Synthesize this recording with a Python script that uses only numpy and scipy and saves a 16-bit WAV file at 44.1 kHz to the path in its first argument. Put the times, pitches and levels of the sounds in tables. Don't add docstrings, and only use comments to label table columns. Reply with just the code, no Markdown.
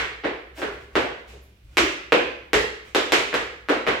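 import sys
import numpy as np
from scipy import signal
from scipy.fft import rfft, irfft
from scipy.io import wavfile
from scipy.ndimage import uniform_filter1d

SR = 44100
rng = np.random.default_rng(int(sys.argv[2]) if len(sys.argv) > 2 else 0)


def dump(signal):
    limited = np.clip(np.atleast_2d(signal).T, -1, 1)
    pcm = np.round(limited * 32767).astype(np.int16)
    wavfile.write(sys.argv[1], SR, pcm)


N = 176400

# freq_hz, level_db
THUMP_EQ = [(25, -55), (55, 2.5), (85, -13), (135, 0.5), (170, -4), (300, -12), (1000, -67)]
KNOCK_EQ = [(100, -59), (175, -19.5), (230, -9.5), (310, -0.5), (480, 0.5), (700, -4), (1000, -9),
            (1600, -22), (3000, -74), (8000, -93)]
CLAP_EQ = [(200, -23), (600, -10), (1000, -1), (1500, 0.5), (2100, -2), (2900, -6), (4000, -14),
           (6000, -31), (12000, -120)]
SNAP_EQ = [(1000, -24), (2800, 10.5), (4000, 4), (5600, 0), (7600, -4), (9200, -11.5), (12000, -7.5),
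           (14000, -17.5), (16000, -31)]
# start_s, thump_db, knock_db, clap_db, snap_db, ring_hz, ring_db, pop_hz, pop_db, direct_trim_db
FOOTFALLS = [ (-0.055, 18, 21, 25, 3, 437, 17, 1940, 25.5, 0),
             (0.2373, 1, 17, 12, -39, 397, 20, 1890, 5, -2),
             (0.2446, 8.5, 25.5, 15, -15.5, 406, -6, 1900, 17, -5),
             (0.6185, 11.5, 21, 14.5, -11, 413, 29.5, 1520, 16.5, 0),
             (0.9545, 17.5, 31, 24.5, 0, 397, 20, 1420, 16, -0.5),
             (1.334, 1, 0.5, -24, -23, 397, 8, 1990, -21, -5),
             (1.7708, 17.5, 27.5, 26.5, 11.5, 335, 36.5, 2190, 27.5, 0),
             (1.783, -2, 9, 18.5, 3.5, 381.5, 35, 5830, 8.5, 8.5),
             (2.1219, 16.5, 32.5, 27.5, 2, 494, 42, 2550, 25, 2),
             (2.252, -3, 5, -4, -34, 560, 10, 1500, -4.5, -9),
             (2.5328, 25.5, 28.5, 24.5, 10, 423, 38.5, 1870, 27, 1.5),
             (2.9485, 2, 29.5, 25, 8.5, 397, 27, 3560, 17.5, 1.5),
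             (3.1214, 17.5, 30, 27.5, 13, 407, 32, 2080, 25.5, 0),
             (3.329, 13, 20, 12.5, -33, 465, 27, 1700, 18.5, 2),
             (3.3418, 9, 22.5, 22, 2, 477, 1, 1720, 3, 2), (3.687, -4, 21, 16.5, -10, 376, 26, 1370, 23, 1),
             (3.694, -5, 31, 21, -2, 296, 28, 1470, 2, -1),
             (3.867, 14, 25, 19, -13, 470, 25, 2020, 20.5, 1),
             (3.875, 18, 26, 22.5, -2.5, 474, 15, 2060, 13, 1.5), ]


def footfalls(size=8192):
    out = np.zeros((2, N))
    t = np.arange(size) / SR
    ring_attack_s = 0.0024
    for start_s, *layer_dbs, ring_hz, ring_db, pop_hz, pop_db, direct_trim_db in FOOTFALLS:
        layers = zip((THUMP_EQ, KNOCK_EQ, CLAP_EQ, SNAP_EQ), layer_dbs)
        power = sum(undb(curve(eq, size) + db) ** 2 for eq, db in layers)
        air_pop = undb(pop_db) * np.abs(rfft(resonance(pop_hz, size, t60_s=0.003))) ** 2
        impact = board_dispersion(tight_pulse(np.sqrt(power + air_pop ** 2)))
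        ring = resonance(ring_hz, size, t60_s=0.067) * (1 - np.exp(-t / ring_attack_s))
        hit = -impact - undb(ring_db) * ring
        place(out, in_garage(hit, direct_trim_db), start_s)
    return out


def resonance(pitch_hz, size, t60_s):
    t = np.arange(size) / SR
    decay_rate = np.log(1000) / t60_s
    return 2 * decay_rate / SR * np.exp(-decay_rate * t) * np.cos(2 * np.pi * pitch_hz * t)


def tight_pulse(spectrum):
    cepstrum = irfft(np.log(spectrum + 1e-9))
    half = len(cepstrum) // 2
    cepstrum[1:half] *= 2
    cepstrum[half + 1:] = 0
    return irfft(np.exp(rfft(cepstrum)))


def board_dispersion(impact, corner_hz=1700):
    warped = np.tan(np.pi * corner_hz / SR)
    allpass = (warped - 1) / (warped + 1)
    return signal.lfilter([allpass, 1], [1, allpass], impact)


# start_s, length_s, level_db
SCUFFS = [(0.55, 0.081, -34.5), (0.69, 0.071, -44.5), (0.89, 0.095, -51)]
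# freq_hz, level_db
SCUFF_EQ = [(100, -25), (250, 4), (420, 6), (700, 3), (1800, 0), (3500, -10), (7000, -21), (14000, -35)]


def sole_scuffs():
    return swells(SCUFFS, SCUFF_EQ, grain_db=1.5)


# start_s, length_s, level_db
FLEXES = [(0.68, 0.11, -46), (0.88, 0.23, -41), (1.62, 0.051, -41.5), (1.78, 0.087, -36), (2.53, 0.12, -43)]
# freq_hz, level_db
FLEX_EQ = [(25, -30), (44, -20), (53, -3), (59, 0), (66, -5), (80, -17), (112, -10), (160, -24), (400, -55)]


def board_flex():
    return swells(FLEXES, FLEX_EQ)


# start_s, length_s, level_db
RUSTLES = [(0.535, 0.087, -39), (0.78, 0.067, -53), (1.26, 0.063, -45), (1.40, 0.062, -61),
           (1.61, 0.38, -53), (2.83, 0.076, -48)]
SWISHES = [(1.405, 0.049, -56)]
# freq_hz, level_db
RUSTLE_EQ = [(200, 1), (1000, 3), (2500, 6.5), (4500, -4), (7000, -7.5), (10000, -11.5), (15000, -12)]
SWISH_EQ = [(2000, -22), (8000, -20), (12000, 8.5), (15000, 0)]


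def clothes():
    return swells(RUSTLES, RUSTLE_EQ) + swells(SWISHES, SWISH_EQ, grain_db=2)


def swells(cues, eq, grain_db=0):
    t = np.arange(N) / SR
    envelope = np.zeros(N)
    for start_s, length_s, level_db in cues:
        progress = np.clip((t - start_s) / length_s, 0, 1)
        envelope += undb(level_db) * np.sin(np.pi * progress) ** 2
    grain = undb(grain_db * noise([(100, -12), (400, -28)]))
    grain /= np.sqrt(np.mean(grain ** 2))
    return in_garage(envelope * grain * noise(eq))[:, :N]


# delay_s, left_db, right_db
REFLECTIONS = [(.0025, -23, -30.5), (.0063, -14.5, -15), (0.0109, -17.5, -30.5), (0.0141, -70, -29.5)]


def in_garage(sound, direct_trim_db=0, size=32768):
    direct_db, door_db = -12, -6.5
    room = reverb_tail(size)
    for delay_s, left_db, right_db in REFLECTIONS:
        room[:, int(delay_s * SR)] += undb([left_db, right_db])
    door_delay_s = 0.0125 + rng.uniform(-0.0013, 0.00099)
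    door = undb(door_db) * signal.unit_impulse(size, int(door_delay_s * SR))
    room += signal.lfilter(*signal.butter(2, 560, "low", fs=SR), door)
    direct = undb(direct_db + direct_trim_db) * signal.unit_impulse(size)
    room += signal.lfilter(*signal.butter(1, 410, "high", fs=SR), direct)
    return signal.fftconvolve(sound[None], room, axes=1)


# freq_hz, t60_s
REVERB_TIMES = [(100, .5), (260, .5), (450, 0.61), (800, 0.548), (2100, 0.6551), (4800, 0.5948),
                (8000, 0.5064), (13000, 0.4234)]
# freq_hz, level_db
WALL_EQ = [(200, -0.5), (2000, -1.5), (5000, 0.5), (8000, 1.5), (12000, -5.5), (15000, -6)]


def reverb_tail(size):
    t = np.arange(size) / SR
    dense_s, build_s, early_s = 0.03, 0.01, 0.03
    onset_db, early_gain = -9.5, 0.66
    density = np.clip((t / dense_s) ** 2, 0.02, 1)
    polarity = rng.choice([-1., 1.], (2, size))
    echoes = polarity * (rng.random((2, size)) < density) / np.sqrt(density)
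    fade_in = 1 - (1 - undb(onset_db)) * np.exp(-(t / build_s) ** 2)
    early_lift = 1 + early_gain * np.exp(-t / early_s)
    decays = [fade_in * early_lift * np.exp(-np.log(1000) * t / t60_s) for _, t60_s in REVERB_TIMES]
    spectrum = rfft(widen(flatten(echoes, np.mean(decays, axis=0))))
    tail = np.zeros((2, size))
    for k, decay in enumerate(decays):
        band = curve([(hz, j == k) for j, (hz, _) in enumerate(REVERB_TIMES)], size)
        tail += irfft(spectrum * band) * decay
    tail /= np.sqrt(np.sum(tail ** 2) / 2)
    return irfft(rfft(tail) * undb(curve(WALL_EQ, size)))


def flatten(echoes, envelope):
    power = uniform_filter1d(np.abs(rfft(echoes * envelope)) ** 2, size=45, axis=1)
    return irfft(rfft(echoes) / np.sqrt(power))


# freq_hz, side_minus_mid_db
WIDTH = [(50, -28), (125, -15.5), (250, -13.5), (500, -4.5), (1000, 1), (4000, 0)]
# freq_hz, right_minus_left_db
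BALANCE = [(250, 0), (1000, 0.6), (2200, 3), (4000, 2.1), (12000, 2)]


def widen(pair):
    size = pair.shape[1]
    mid, side = rfft(pair)
    width = undb(curve(WIDTH, size))
    lean = undb(curve(BALANCE, size) / 2)
    left = (mid + width * side) / lean
    right = (mid - width * side) * lean
    return irfft(np.array([left, right]) / np.hypot(1, width), size)


# freq_hz, level_db
RUMBLE_EQ = [(20, -23), (40, -15), (57, 3.5), (68, 6), (82, -36.5), (108, -3.5), (135, -24.5), (170, -14),
             (400, -45.5)]
HISS_EQ = [(100, 6), (400, 4.5), (900, -8), (2500, -1.5), (6000, -15.5), (15000, -48)]


def room_tone(rumble_db=-52, hiss_db=-62):
    pair = [undb(rumble_db) * noise(RUMBLE_EQ) + undb(hiss_db) * noise(HISS_EQ) for _ in range(2)]
    return widen(np.array(pair))


def noise(eq):
    coloured = irfft(rfft(rng.standard_normal(N)) * undb(curve(eq, N)), N)
    return coloured / coloured.std()


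def curve(points, size):
    hz, value = np.array(points, float).T
    return np.interp(np.log(np.fft.rfftfreq(size, 1 / SR) + 1), np.log(hz), value)


def undb(db):
    return 10 ** (np.asarray(db) / 20)


def place(out, sound, start_s):
    start = int(round(start_s * SR))
    first, end = max(start, 0), min(start + sound.shape[1], N)
    if end > first:
        out[:, first:end] += sound[:, first - start:end - start]


def scene():
    movement = clothes() + board_flex()
    return footfalls() + sole_scuffs() + movement + room_tone()


def record(dry):
    cutoff_hz = 15800
    return signal.sosfilt(signal.ellip(8, 0.2, 70, cutoff_hz, fs=SR, output="sos"), dry)


dry = scene()
out = record(dry)
dump(out)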